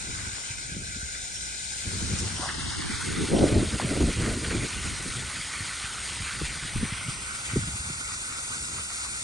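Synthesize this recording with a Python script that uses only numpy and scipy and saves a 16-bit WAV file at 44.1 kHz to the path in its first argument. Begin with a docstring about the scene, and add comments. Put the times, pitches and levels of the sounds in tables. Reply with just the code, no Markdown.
"""On an icy road in town, flood water wells up through a manhole cover and runs away.
Fine spray hisses, bubbles ring, water slaps down in splashes and one air pocket plops.
The camera turns, so the water passes from the left through straight ahead to the right.
Wind buffets the microphone's two ports (its left and right openings) in gusts and single puffs,
hardest in the middle. The town murmurs low underneath."""
import sys
import numpy as np
from scipy import signal
from scipy.fft import rfft, irfft, next_fast_len
from scipy.io import wavfile
from scipy.ndimage import uniform_filter1d, map_coordinates

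SR = 44100
rng = np.random.default_rng(int(sys.argv[2]) if len(sys.argv) > 2 else 0)


def inscribe(sig):
    """Save sig as 16-bit PCM at rate SR to the path in sys.argv[1].

    A 1-D sig is mono; a 2-D sig holds one channel per row.
    Samples are clipped to [-1, 1] before scaling.
    """
    pcm = np.round(np.clip(np.atleast_2d(sig).T, -1, 1) * 32767)
    wavfile.write(sys.argv[1], SR, pcm.astype(np.int16))


N = 407043
TOP_HZ = 10250  # the highest pitch the camera keeps

# tone of the town and of large, small and tiny eddies (swirls of wind): (frequency [Hz], level [dB])
MURMUR_TONE = [(20, -15), (35, -11), (55, 4.5), (120, -7.5), (250, -14), (500, -21), (850, -21.5),
               (1200, -32), (3000, -39)]
RUMBLE_TONE = [(15, -29), (30, -12), (42, -4), (58, -0.5), (80, 2.5), (130, -3), (220, -9), (400, -32),
               (800, -68)]
FLUTTER_TONE = [(60, -7), (140, -2), (220, 1), (330, 1.5), (480, -6.5), (650, -23.5), (1000, -30.5),
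                (2500, -53)]
TEARING_TONE = [(200, -19), (350, 6), (480, 5), (620, 5.5), (850, -7), (1300, -22), (3000, -52)]
# gusts of wind: (start [s], hold [s], rumble strength [dB], flutter's offset from it [dB])
GUSTS = [(0.01, 0.22, -46, -2), (0.697, 0.14, -44, -4), (1.869, 0.39, -33, -5), (2.325, 0.84, -43, -0.5),
         (3.086, 0.17, -35.5, 4.5), (3.323, 0.15, -30, 10.5), (3.528, 0.043, -26, 2.5),
         (3.602, 0.037, -30.5, 4), (3.714, 0.024, -33.5, 2.5), (3.823, 0.055, -32.5, 8),
         (3.885, 0.074, -33, 4.5), (3.975, 0.1, -31, 3.5), (4.175, 0.061, -29, -1.5),
         (4.266, 0.056, -30.5, 3.5), (4.42, 0.19, -32, 1.5), (4.744, 0.49, -39, -3.5),
         (6.35, 0.81, -46, -12), (7.226, 0.34, -51, -16), (7.508, 0.39, -42, -19)]
# single puffs of wind: (time [s], strength [dB], starting pitch [Hz], decay [s])
PUFFS = [(0.083, -36.5, 248, 0.012), (0.126, -32.5, 124, 0.026), (.268, -31.5, 131, 0.015),
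         (0.504, -30, 140, 0.012), (.65, -37.5, 170, 0.019), (0.719, -29, 170, 0.013),
         (0.765, -28.5, 270, 0.015), (.79, -33, 135, 0.02), (0.886, -32, 111, 0.013),
         (0.957, -32.5, 240, 0.015), (0.974, -33, 101, 0.013), (1.029, -30.5, 106, 0.027),
         (2.132, -18.5, 182, 0.012), (2.393, -27, 239, .012), (2.581, -29.5, 257, 0.015),
         (2.79, -33, 254, 0.017), (2.897, -25.5, 250, 0.015), (3.208, -20.5, 290, 0.021),
         (3.392, -17, 403, 0.023), (3.431, -19, 300, 0.0069), (3.454, -16, 278, 0.011),
         (3.566, -14, 99, 0.013), (3.624, -13.5, 353, 0.0064), (3.844, -18.5, 333, 0.015),
         (3.91, -20, 260, 0.013), (4.007, -7.5, 344, 0.0043), (4.031, -15, 65.5, 0.032),
         (4.228, -21, 223, 0.014), (4.277, -22, 129, 0.019), (4.316, -30, 380, 0.011),
         (4.545, -17, 278, 0.01), (5.057, -30, 270, .016), (5.605, -29, 140, 0.026),
         (5.841, -31.5, 140, 0.013), (6.202, -29, 138, 0.026), (6.412, -21.5, 254, 0.017),
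         (6.427, -25, 66, 0.025), (6.555, -37, 139, 0.013), (6.626, -29, 230, 0.0085),
         (6.647, -29, 222, 0.011), (6.754, -22, 122, 0.045), (6.81, -28.5, 298, 0.015),
         (6.827, -17, 244, 0.016), (6.922, -23.5, 130, 0.014), (7.06, -30.5, 200.7, 0.013),
         (7.084, -20.5, 184, 0.012), (7.533, -21, 139, 0.015), (7.559, -14, 436, 0.0091),
         (7.564, -19, 164, 0.033), (7.673, -25, 180, 0.011), (7.899, -30.5, 190, 0.015)]
# how unequally the air strikes the two ports: (time [s], gain of their difference [dB])
WIND_WIDTH = [(0, 5), (2.3, 2.5), (2.9, 13), (3.2, 4.5), (3.5, -2.5), (4.4, -8), (4.9, 4.5), (5.3, -3),
              (6.4, 1), (7.4, -1), (8.0, -12), (9.2, 0)]
# hollows, bands of pitch that mostly dip, some gliding as the camera turns: (start [s], end [s], start pitch
# [Hz], end pitch [Hz], half width [Hz], left gain [dB], right gain [dB], gain of what both ports share [dB])
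HOLLOWS = [(-.3, 1.95, 3500, 3050, 240, -1, -3.5, 0), (.65, 1.88, 1090, 1160, 190, 0, -1, -15),
           (1.7, 2.0, 5460, 5600, 400, 1, -5, -0.5), (1.95, 2.65, 2950, 4400, 400, 1, -9, -0.5),
           (2.4, 3.1, 4900, 5600, 450, 1.5, -4.5, 0.5), (2.42, 3.02, 2250, 2780, 150, -1.5, -1.5, -16),
           (2.62, 3.28, 510, 660, 95, 2, 1.5, -25), (3.08, 3.35, 7350, 7400, 250, 0, 0, -7),
           (6.7, 7.35, 7100, 6950, 450, 0, -1, -6), (6.7, 7.4, 4900, 3700, 750, -2, -3, -0.5),
           (7.0, 9.5, 1720, 1670, 95, 0, -0.5, -18), (7.75, 9.5, 3100, 3020, 210, 0, 0, -13)]

# a collapsing air pocket: (time [s], peak level [dB], starting pitch [Hz], decay [s])
PLOPS = [(3.7985, -18, 1250, .0008)]
# the loudest splashes: (time [s], level [dB], centre pitch [Hz], rough length [s])
SPLASHES = [(0.197, -45, 1630, 0.11), (0.357, -45, 1610, 0.093), (2.196, -32, 6800, 0.028),
            (1.15, -45, 1590, 0.027), (2.437, -34, 860, 0.087), (2.498, -31.5, 1540, 0.033),
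            (3.391, -36.5, 3900, .018), (3.49, -36, 1530, .02), (3.806, -34.5, 1340, 0.037),
            (4.244, -33.5, 1700, 0.075), (4.449, -34, 1800, 0.032), (4.514, -32, 1700, 0.028),
            (5.848, -36, 2180, 0.04), (6.28, -36.5, 1900, 0.035), (6.959, -38.5, 2380, 0.13),
            (7.52, -40.5, 1700, 0.14), (8.116, -41, 1430, .06), (8.34, -42, 1460, .1),
            (8.786, -41, 1450, .04), (8.918, -41, 1450, .04), (9.054, -39.5, 1280, 0.04)]
# the flow as the camera nears it and turns away: (time [s], gurgle level [dB], spray level [dB])
FLOW = [(0.45, -41, -36.5), (0.73, -44, -38), (2.04, -41, -34), (2.52, -38, -35.5), (2.69, -37.5, -35.5),
        (3.47, -38.5, -35.5), (7.02, -39, -36.5), (7.14, -40, -37), (9.0, -41.5, -35)]
# where the water lies: (time [s], direction [-1 left, 0 ahead, 1 right])
DIRECTION = [(0, -1), (1.6, -1), (2.15, -.8), (2.5, -.42), (2.8, -.38), (3.05, -.08), (3.3, 0), (6.65, 0),
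             (6.95, .08), (7.3, .6), (7.75, 1), (9.23, 1)]
# the four sides, which are left, half left, ahead and right: (direction [-1 to 1])
SIDES = [-1, -.4, 0, 1]
# how loud the water is on each of those sides: (gain [dB])
SIDE_DB = [-0.16, -0.22, -0.51, 0.56]
# tone of the water from each side: (frequency [Hz], left level [dB], right level [dB])
TONE_LEFT = [(574, -18.5, -19.5), (919, -18.5, -17), (1250, -17.5, -17), (1460, -11.5, -3.5),
             (1580, -13.3, -3.5), (1830, -19, -18.5), (2080, -9.5, -9), (2200, -16, -14),
             (2340, -8.5, -9.5), (2770, -19, -15.5), (3000, -9, -22.5), (3250, -13.5, -16),
             (3790, -12.5, -13), (4479, -10.5, -14), (4594, -10.9, -22.5), (5627, -11.5, -8.5),
             (6200, -9.5, -12), (6374, -10, -15), (7000, -4, -15.4), (7900, -9, -15), (8441, -10, -11),
             (10106, -14, -13.5)]
TONE_HALF_LEFT = [(603, -9, -9.5), (775, -10.5, -13.5), (1630, -8.5, -4), (1760, -15, -3), (1809, -7.0, -9),
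                  (2153, -7.5, -7), (2326, -11.4, -9), (2700, -7, -14.2), (3030, -8.5, -11),
                  (3445, -8.5, -8.5), (4996, -7.5, -9.5), (6800, -12, -10.5), (7300, -7, -10),
                  (7580, -10, -17), (7500, -18, -19.6), (8010, -13, -8), (9475, -4.5, -8.5),
                  (9800, -25, -15)]
TONE_AHEAD = [(574, -16.5, -16.5), (900, -17.8, -16), (934, -16.5, -15.5), (1460, -10, -6.5),
              (1490, -7.5, -5), (1670, -17, -11), (1760, -8.4, -11), (2050, -7.5, -7), (2900, -12, -12.5),
              (3260, -11, -10.5), (3650, -10, -15), (4000, -10.5, -11), (5030, -12.5, -12),
              (5398, -14, -15), (6300, -14, -13.2), (6600, -11.4, -12), (7160, -9.5, -8.5),
              (7380, -13, -14), (7800, -21.7, -21), (7990, -5, -10.5), (7900, -7, -5.5), (8441, -9.5, -9),
              (9800, -6, -8), (10106, -20, -11.5)]
TONE_RIGHT = [(574, -20.5, -19), (870, -19, -15.5), (1160, -19, -12.5), (1310, -9, -5.5), (1500, -8, -2.7),
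              (1830, -14, -8), (1952, -9.5, -20), (2067, -10.5, -13), (3200, -13.5, -11),
              (3470, -9.5, -17.5), (3900, -15.5, -13.5), (4709, -11.5, -12.5), (5400, -13.5, -12.5),
              (6060, -11.5, -10.5), (7063, -4.5, -6.5), (7407, -5.5, -8.5), (8250, -5, -8.2),
              (8786, -8, -7), (9800, -5.5, -5.5), (10106, -11, -10.5)]
# how the two ports compare for each side: (frequency [Hz], likeness [0-1], left's lead [radians])
STEREO_LEFT = [(574, 0.578, 1.23), (919, 0.521, 2.44), (1148, 0.907, 3.06), (1665, 0.637, 4.06),
               (1838, 0.634, 3.62), (1952, 0.615, 5.47), (2125, 0.979, 6.31), (2239, 0.971, 6.25),
               (2986, 0.326, 8.32), (3503, 0.538, 6.89), (4307, 0.489, 8.55), (4881, 0.354, 11.59),
               (5225, 0.821, 12.58), (5512, 0.881, 12.66), (5914, 0.336, 14.83), (7580, 0.372, 14.15),
               (7867, 0.184, 16.78), (8326, 0.905, 18.81), (8900, 0.983, 18.84), (9417, 0.411, 18.33),
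               (9762, 0.683, 15.96), (10106, 0.732, 15.88)]
STEREO_HALF_LEFT = [(603, 0.852, 3.08), (689, 0.365, 2.75), (775, 0.331, 1.48), (947, 0.601, 0.57),
                    (3962, 0.469, 0.68), (5943, 0.348, 0.4), (6374, 0.989, -0.01), (6891, 0.577, 0.3),
                    (7149, 0.38, 1.97), (7752, 0.584, 3.09), (7838, 0.727, -0.03), (7924, 0.964, -0.08),
                    (8096, 0.997, 0.0), (8872, 0.991, -0.0), (9130, 0.585, -0.63), (9561, 0.482, -1.54),
                    (9733, 0.721, -2.85), (10078, 0.861, -2.98)]
STEREO_AHEAD = [(574, 0.457, 0.0), (976, 0.903, -0.0), (1723, 0.941, -0.0), (2067, 0.994, 0.0),
                (2814, 0.994, 0.0), (2929, 0.98, 0.0), (6316, 0.997, -0.0), (6718, 0.934, 0.0),
                (7522, 0.34, -0.0), (7809, 0.977, -0.0), (8096, 0.997, 0.0), (8900, 0.992, -0.0),
                (9015, 0.752, -0.16), (9647, 0.325, -1.64), (9819, 0.531, -2.77), (10106, 0.799, -3.01)]
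STEREO_RIGHT = [(574, 0.68, -0.28), (689, 0.485, -0.56), (1436, 0.757, -1.91), (1665, 0.978, -3.13),
                (1838, 0.441, -3.35), (2182, 0.559, -1.81), (2584, 0.379, -2.84), (2929, 0.952, -3.16),
                (3330, 0.613, -3.14), (3503, 0.202, -4.5), (4881, 0.53, -5.69), (5340, 0.997, -6.28),
                (5512, 0.997, -6.29), (6144, 0.348, -5.54), (7695, 0.415, -3.22), (7924, 0.393, -0.72),
                (8326, 0.978, 0.0), (8728, 0.976, -0.03), (9360, 0.436, -1.04), (10106, 0.779, -2.97)]


def amp(db):
    """Turn decibels into a number to multiply by."""
    return 10 ** (np.asarray(db) / 20)


def unit(x):
    """Scale a signal so that its average size (rms) is 1."""
    return x / np.sqrt(np.mean(x ** 2) + 1e-20)


def over_pitch(table, hz):
    """Read a table's columns at the frequencies hz, sliding between rows on a log scale."""
    row_hz, *columns = np.transpose(table)
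    return [np.interp(np.log(hz + 1), np.log(row_hz + 1), column) for column in columns]


def over_time(table):
    """One value per sample for each column after the time."""
    times, *columns = np.transpose(table)
    return [np.interp(np.arange(N) / SR, times, column) for column in columns]


def wobble(rate):
    """A smooth curve through `rate` random points a second."""
    return map_coordinates(rng.standard_normal(int(N * rate / SR) + 4), [np.arange(N) * rate / SR])


def filtered(x, response):
    """Turn each frequency of x up or down by the gain response(hz)."""
    length = x.shape[-1]
    padded = next_fast_len(length + 8192)
    return irfft(rfft(x, padded) * response(np.fft.rfftfreq(padded, 1 / SR)), padded)[..., :length]


def lowpass(x, cutoff_hz, steepness):
    """Keep the lows and fade out what lies above the cutoff."""
    return filtered(x, lambda hz: 1 / (1 + (hz / cutoff_hz) ** steepness))


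def ports(pair, alike):
    """Mix two unrelated signals into left and right: alike=0 is unrelated, 1 is identical."""
    turn = np.arccos(np.clip(alike, 0, 1)) / 2
    mid, side = np.cos(turn) * pair[0], np.sin(turn) * pair[1]
    return np.array([mid + side, mid - side])


def rush(tone, alike):
    """Steady stereo noise shaped by a tone table."""
    noise = ports(rng.standard_normal((2, N)), alike)
    return unit(filtered(noise, lambda hz: amp(over_pitch(tone, hz)[0])))


def add(track, start_s, sound):
    """Lay a sound into a track, cutting off what does not fit."""
    room = track[:, max(round(start_s * SR), 0):][:, :sound.shape[-1]]
    room += sound[..., :room.shape[1]]


def town_murmur():
    """The town blends into one low, steady noise."""
    return amp(-48.5) * rush(MURMUR_TONE, alike=0.73)


def gusts(rise_s=0.019, fall_s=0.057, breeze_swing_db=3.5):
    """Rumble and flutter strength in dB: each gust rises fast, holds and dies over a wavering breeze."""
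    t = np.arange(N) / SR
    breeze_db = np.array([[-54], [-56.5]]) + breeze_swing_db * wobble(7.7)  # rumble, flutter
    power = amp(breeze_db) ** 2
    for start, hold, db, flutter_db in GUSTS:
        shape = np.exp(np.minimum(t - start, 0) / rise_s - np.maximum(t - start - hold, 0) / fall_s)
        power += (amp([[db], [db + flutter_db]]) * shape) ** 2
    return 10 * np.log10(power)


def wind(brightening=1.493):
    """Large eddies rumble on the ports, small ones flutter, and the hardest gusts tear higher still."""
    rumble_db, flutter_db = gusts()
    eddies = wobble(42)
    rumble = unit(rush(RUMBLE_TONE, alike=0.88) * amp(1.54 * wobble(22) + 2 * eddies))
    flutter = unit(rush(FLUTTER_TONE, alike=0.7) * amp(3 * eddies))
    tearing = unit(rush(TEARING_TONE, alike=0.55) * amp(2 * eddies + 1.9 * wobble(130)))
    tearing_db = brightening * flutter_db + 1.5  # grows faster than the flutter
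    return amp(rumble_db + 1) * rumble + amp(flutter_db - 3.5) * flutter + amp(tearing_db) * tearing


def puffs(slowing=1.4, raggedness=0.461, boost_db=1.0, rise_s=0.0016):
    """A lone eddy hits the ports: a few soft, ragged swings of pressure that slow down and die."""
    out = np.zeros((2, N))
    t = np.arange(SR // 5) / SR
    for start, db, start_hz, decay in PUFFS:
        jitter = unit(lowpass(rng.standard_normal((2, len(t))), cutoff_hz=300, steepness=4))
        pitch = start_hz * np.exp(raggedness * ports(jitter, alike=0.99)) / np.sqrt(1 + slowing * t / decay)
        swing = np.sin(2 * np.pi * np.cumsum(pitch, axis=1) / SR)
        shape = (1 - np.exp(-t / rise_s)) * np.exp(-t / decay)
        add(out, start, amp(db + boost_db) * swing * shape)
    return lowpass(out, cutoff_hz=510, steepness=6)


def vary_width(air):
    """The turning camera changes how different the moving air is at the two ports."""
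    width_db, = over_time(WIND_WIDTH)
    shared = air.mean(0)
    return shared + amp(width_db) * (air - shared)


def camera_hollows(sound, fade_s=0.04):
    """The camera body shadows each port in bands that glide as it turns. Apart from that, narrow, deep hollows
    dip the sound both ports share at a few pitches."""
    hz, t, spectra = signal.stft(sound, SR, nperseg=1024)
    # an unsteady hand shifts each hollow's pitch and depth
    drift = 1 + 0.018 * np.interp(t, np.arange(N) / SR, wobble(5))
    waver = 1 + 0.33 * np.interp(t, np.arange(N) / SR, wobble(7))
    dip_db = np.zeros((3,) + spectra.shape[1:])  # left, right, shared
    for start, end, start_hz, end_hz, width_hz, *depths_db in HOLLOWS:
        centre_hz = drift * np.interp(t, [start, end], [start_hz, end_hz])
        present = (np.tanh((t - start) / fade_s) - np.tanh((t - end) / fade_s)) / 2
        band = np.exp(-((hz[:, None] - centre_hz) / width_hz) ** 2)
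        dip_db += np.multiply.outer(depths_db, waver * present * band)
    spectra *= amp(dip_db[:2])
    spectra += spectra.mean(0) * (amp(dip_db[2]) - 1)
    return signal.istft(spectra, SR, nperseg=1024)[1][:, :N]


def plop(pitch_sag=0.26):
    """An air pocket collapses: a hard first swing, then a few lower ones that die at once."""
    out = np.zeros((2, N))
    t = np.arange(SR // 40) / SR
    for start, db, hz, decay in PLOPS:
        turns = hz * t / (1 + t / decay) ** pitch_sag
        shape = (t / decay) * np.exp(1 - t / decay)
        add(out, start, amp(db) * np.sin(2 * np.pi * turns) * shape)
    return out


def splashes(pitch_spread=0.43, ragged_db=3.0):
    """Each slap of water is a ragged swell of noise around the pitch of its air pocket."""
    out = np.zeros((2, N))
    t = np.arange(-SR // 8, SR // 8) / SR
    for peak_s, db, centre_hz, length in SPLASHES:
        aside = abs(np.interp(peak_s, *np.transpose(DIRECTION)))
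        noise = ports(rng.standard_normal((2, len(t))), alike=1 - 0.5 * aside)  # wider off to one side
        slap = filtered(noise, lambda hz: 1 / (1 + abs(np.log((hz + 1) / centre_hz) / pitch_spread) ** 3))
        clumps = unit(lowpass(rng.standard_normal(len(t)), cutoff_hz=130, steepness=4))
        fade_s = length * np.where(t < 0, 0.6, 0.77)  # rises faster than it falls
        swell = np.exp(-2 * (t / fade_s) ** 2)
        add(out, peak_s + t[0], amp(db) * unit(slap * amp(ragged_db * clumps)) * swell)
    return out


def pings(low_hz, high_hz, cycles, spread_db, count, samples):
    """Short rings that rise in pitch, as a surfacing bubble does; a few are much louder than the rest."""
    when, pitch, chance = rng.random((count, 3)).T[:, :, None]
    ticks = np.arange(samples)
    turns = low_hz * (high_hz / low_hz) ** pitch * ticks / SR
    age = turns / cycles
    strength = amp(-spread_db * np.log(0.009 + chance))
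    rise = 1 + 0.074 * np.minimum(age, 2)
    rings = strength * np.exp(-3 * age) * np.sin(2 * np.pi * turns * rise)
    positions = ticks + (when * N).astype(int)
    return unit(np.bincount(positions.ravel(), rings.ravel(), N + samples)[:N])  # add them all up


def spray(patchy_db=3.0):
    """Fine spray hisses in random patches of pitch and time; the finest, highest spray is smoothest."""
    spectra = signal.stft(rng.standard_normal(N), nperseg=512)[2]
    patches = uniform_filter1d(rng.standard_normal(spectra.shape), size=5, axis=0)
    patches = unit(uniform_filter1d(patches, size=7, axis=1))
    depth = np.interp(np.linspace(0, SR / 2, len(spectra)), [2000, 8000], [1, 0.45])[:, None]
    return unit(signal.istft(spectra * amp(patchy_db * depth * patches), nperseg=512)[1][:N])


def churn():
    """Spray with bubbles, bursting foam and a fine, high grain of tiny ringing ticks in it."""
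    hiss = spray()
    bubbles = pings(817, 3250, cycles=36, spread_db=3, count=2200, samples=700)
    high_grain = pings(3824, 7140, cycles=45, spread_db=2.5, count=2500, samples=350)
    foam = pings(2880, 9500, cycles=1.66, spread_db=2.5, count=9000, samples=70)
    return hiss + amp(-15.5) * bubbles + amp(-17.5) * high_grain + amp(-10) * foam


def heard_from(tone, stereo, pair):
    """Sound from one side reaches each port with its own tone and delay."""
    padded = next_fast_len(N)
    hz = np.fft.rfftfreq(padded, 1 / SR)
    alike, lead = over_pitch(stereo, hz)
    delay = np.exp(0.5j * np.array([lead, -lead]))
    spectra = ports(rfft(pair, padded), alike) * amp(over_pitch(tone, hz)) * delay
    return unit(irfft(spectra, padded)[:, :N])


def flood_water():
    """The gush passes from left to right while its low gurgle and high spray surge together."""
    gurgle_db, spray_db = over_time(FLOW)
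    direction, = over_time(DIRECTION)
    surge = 0.14 * wobble(11) + 0.5 * wobble(28) + 0.5 * wobble(60)
    gurgle_gain = amp(gurgle_db + 0.79 * surge)
    spray_gain = amp(spray_db - 0.23 + 0.96 * surge)
    pair = np.array([churn(), churn()])
    # small bubbles make no bass
    pair = filtered(pair, lambda hz: (hz < TOP_HZ) * hz ** 2 / (hz ** 2 + 250 ** 2))
    tones = [TONE_LEFT, TONE_HALF_LEFT, TONE_AHEAD, TONE_RIGHT]
    stereos = [STEREO_LEFT, STEREO_HALF_LEFT, STEREO_AHEAD, STEREO_RIGHT]
    out = np.zeros((2, N))
    for side, db, tone, stereo in zip(SIDES, SIDE_DB, tones, stereos):
        share = np.sqrt(np.interp(direction, SIDES, np.equal(SIDES, side)))  # fades from side to side
        pair = np.roll(pair, SR, axis=1)  # each side faces its own stretch of water
        gush = heard_from(tone, stereo, pair)
        gurgle = lowpass(gush, cutoff_hz=3100, steepness=8)
        out += amp(db) * share * (gurgle_gain * unit(gurgle) + spray_gain * unit(gush - gurgle))
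    return out


def scene():
    """Wind, the town's murmur and the water, all shaped by the turning camera."""
    air = vary_width(wind() + puffs() + town_murmur())
    return camera_hollows(flood_water() + splashes() + plop() + air)


def record(dry):
    """The camera cuts off the very highest pitches."""
    return filtered(dry, lambda hz: 1 / np.sqrt(1 + (hz / TOP_HZ) ** 120))


dry = scene()
out = record(dry)
inscribe(out)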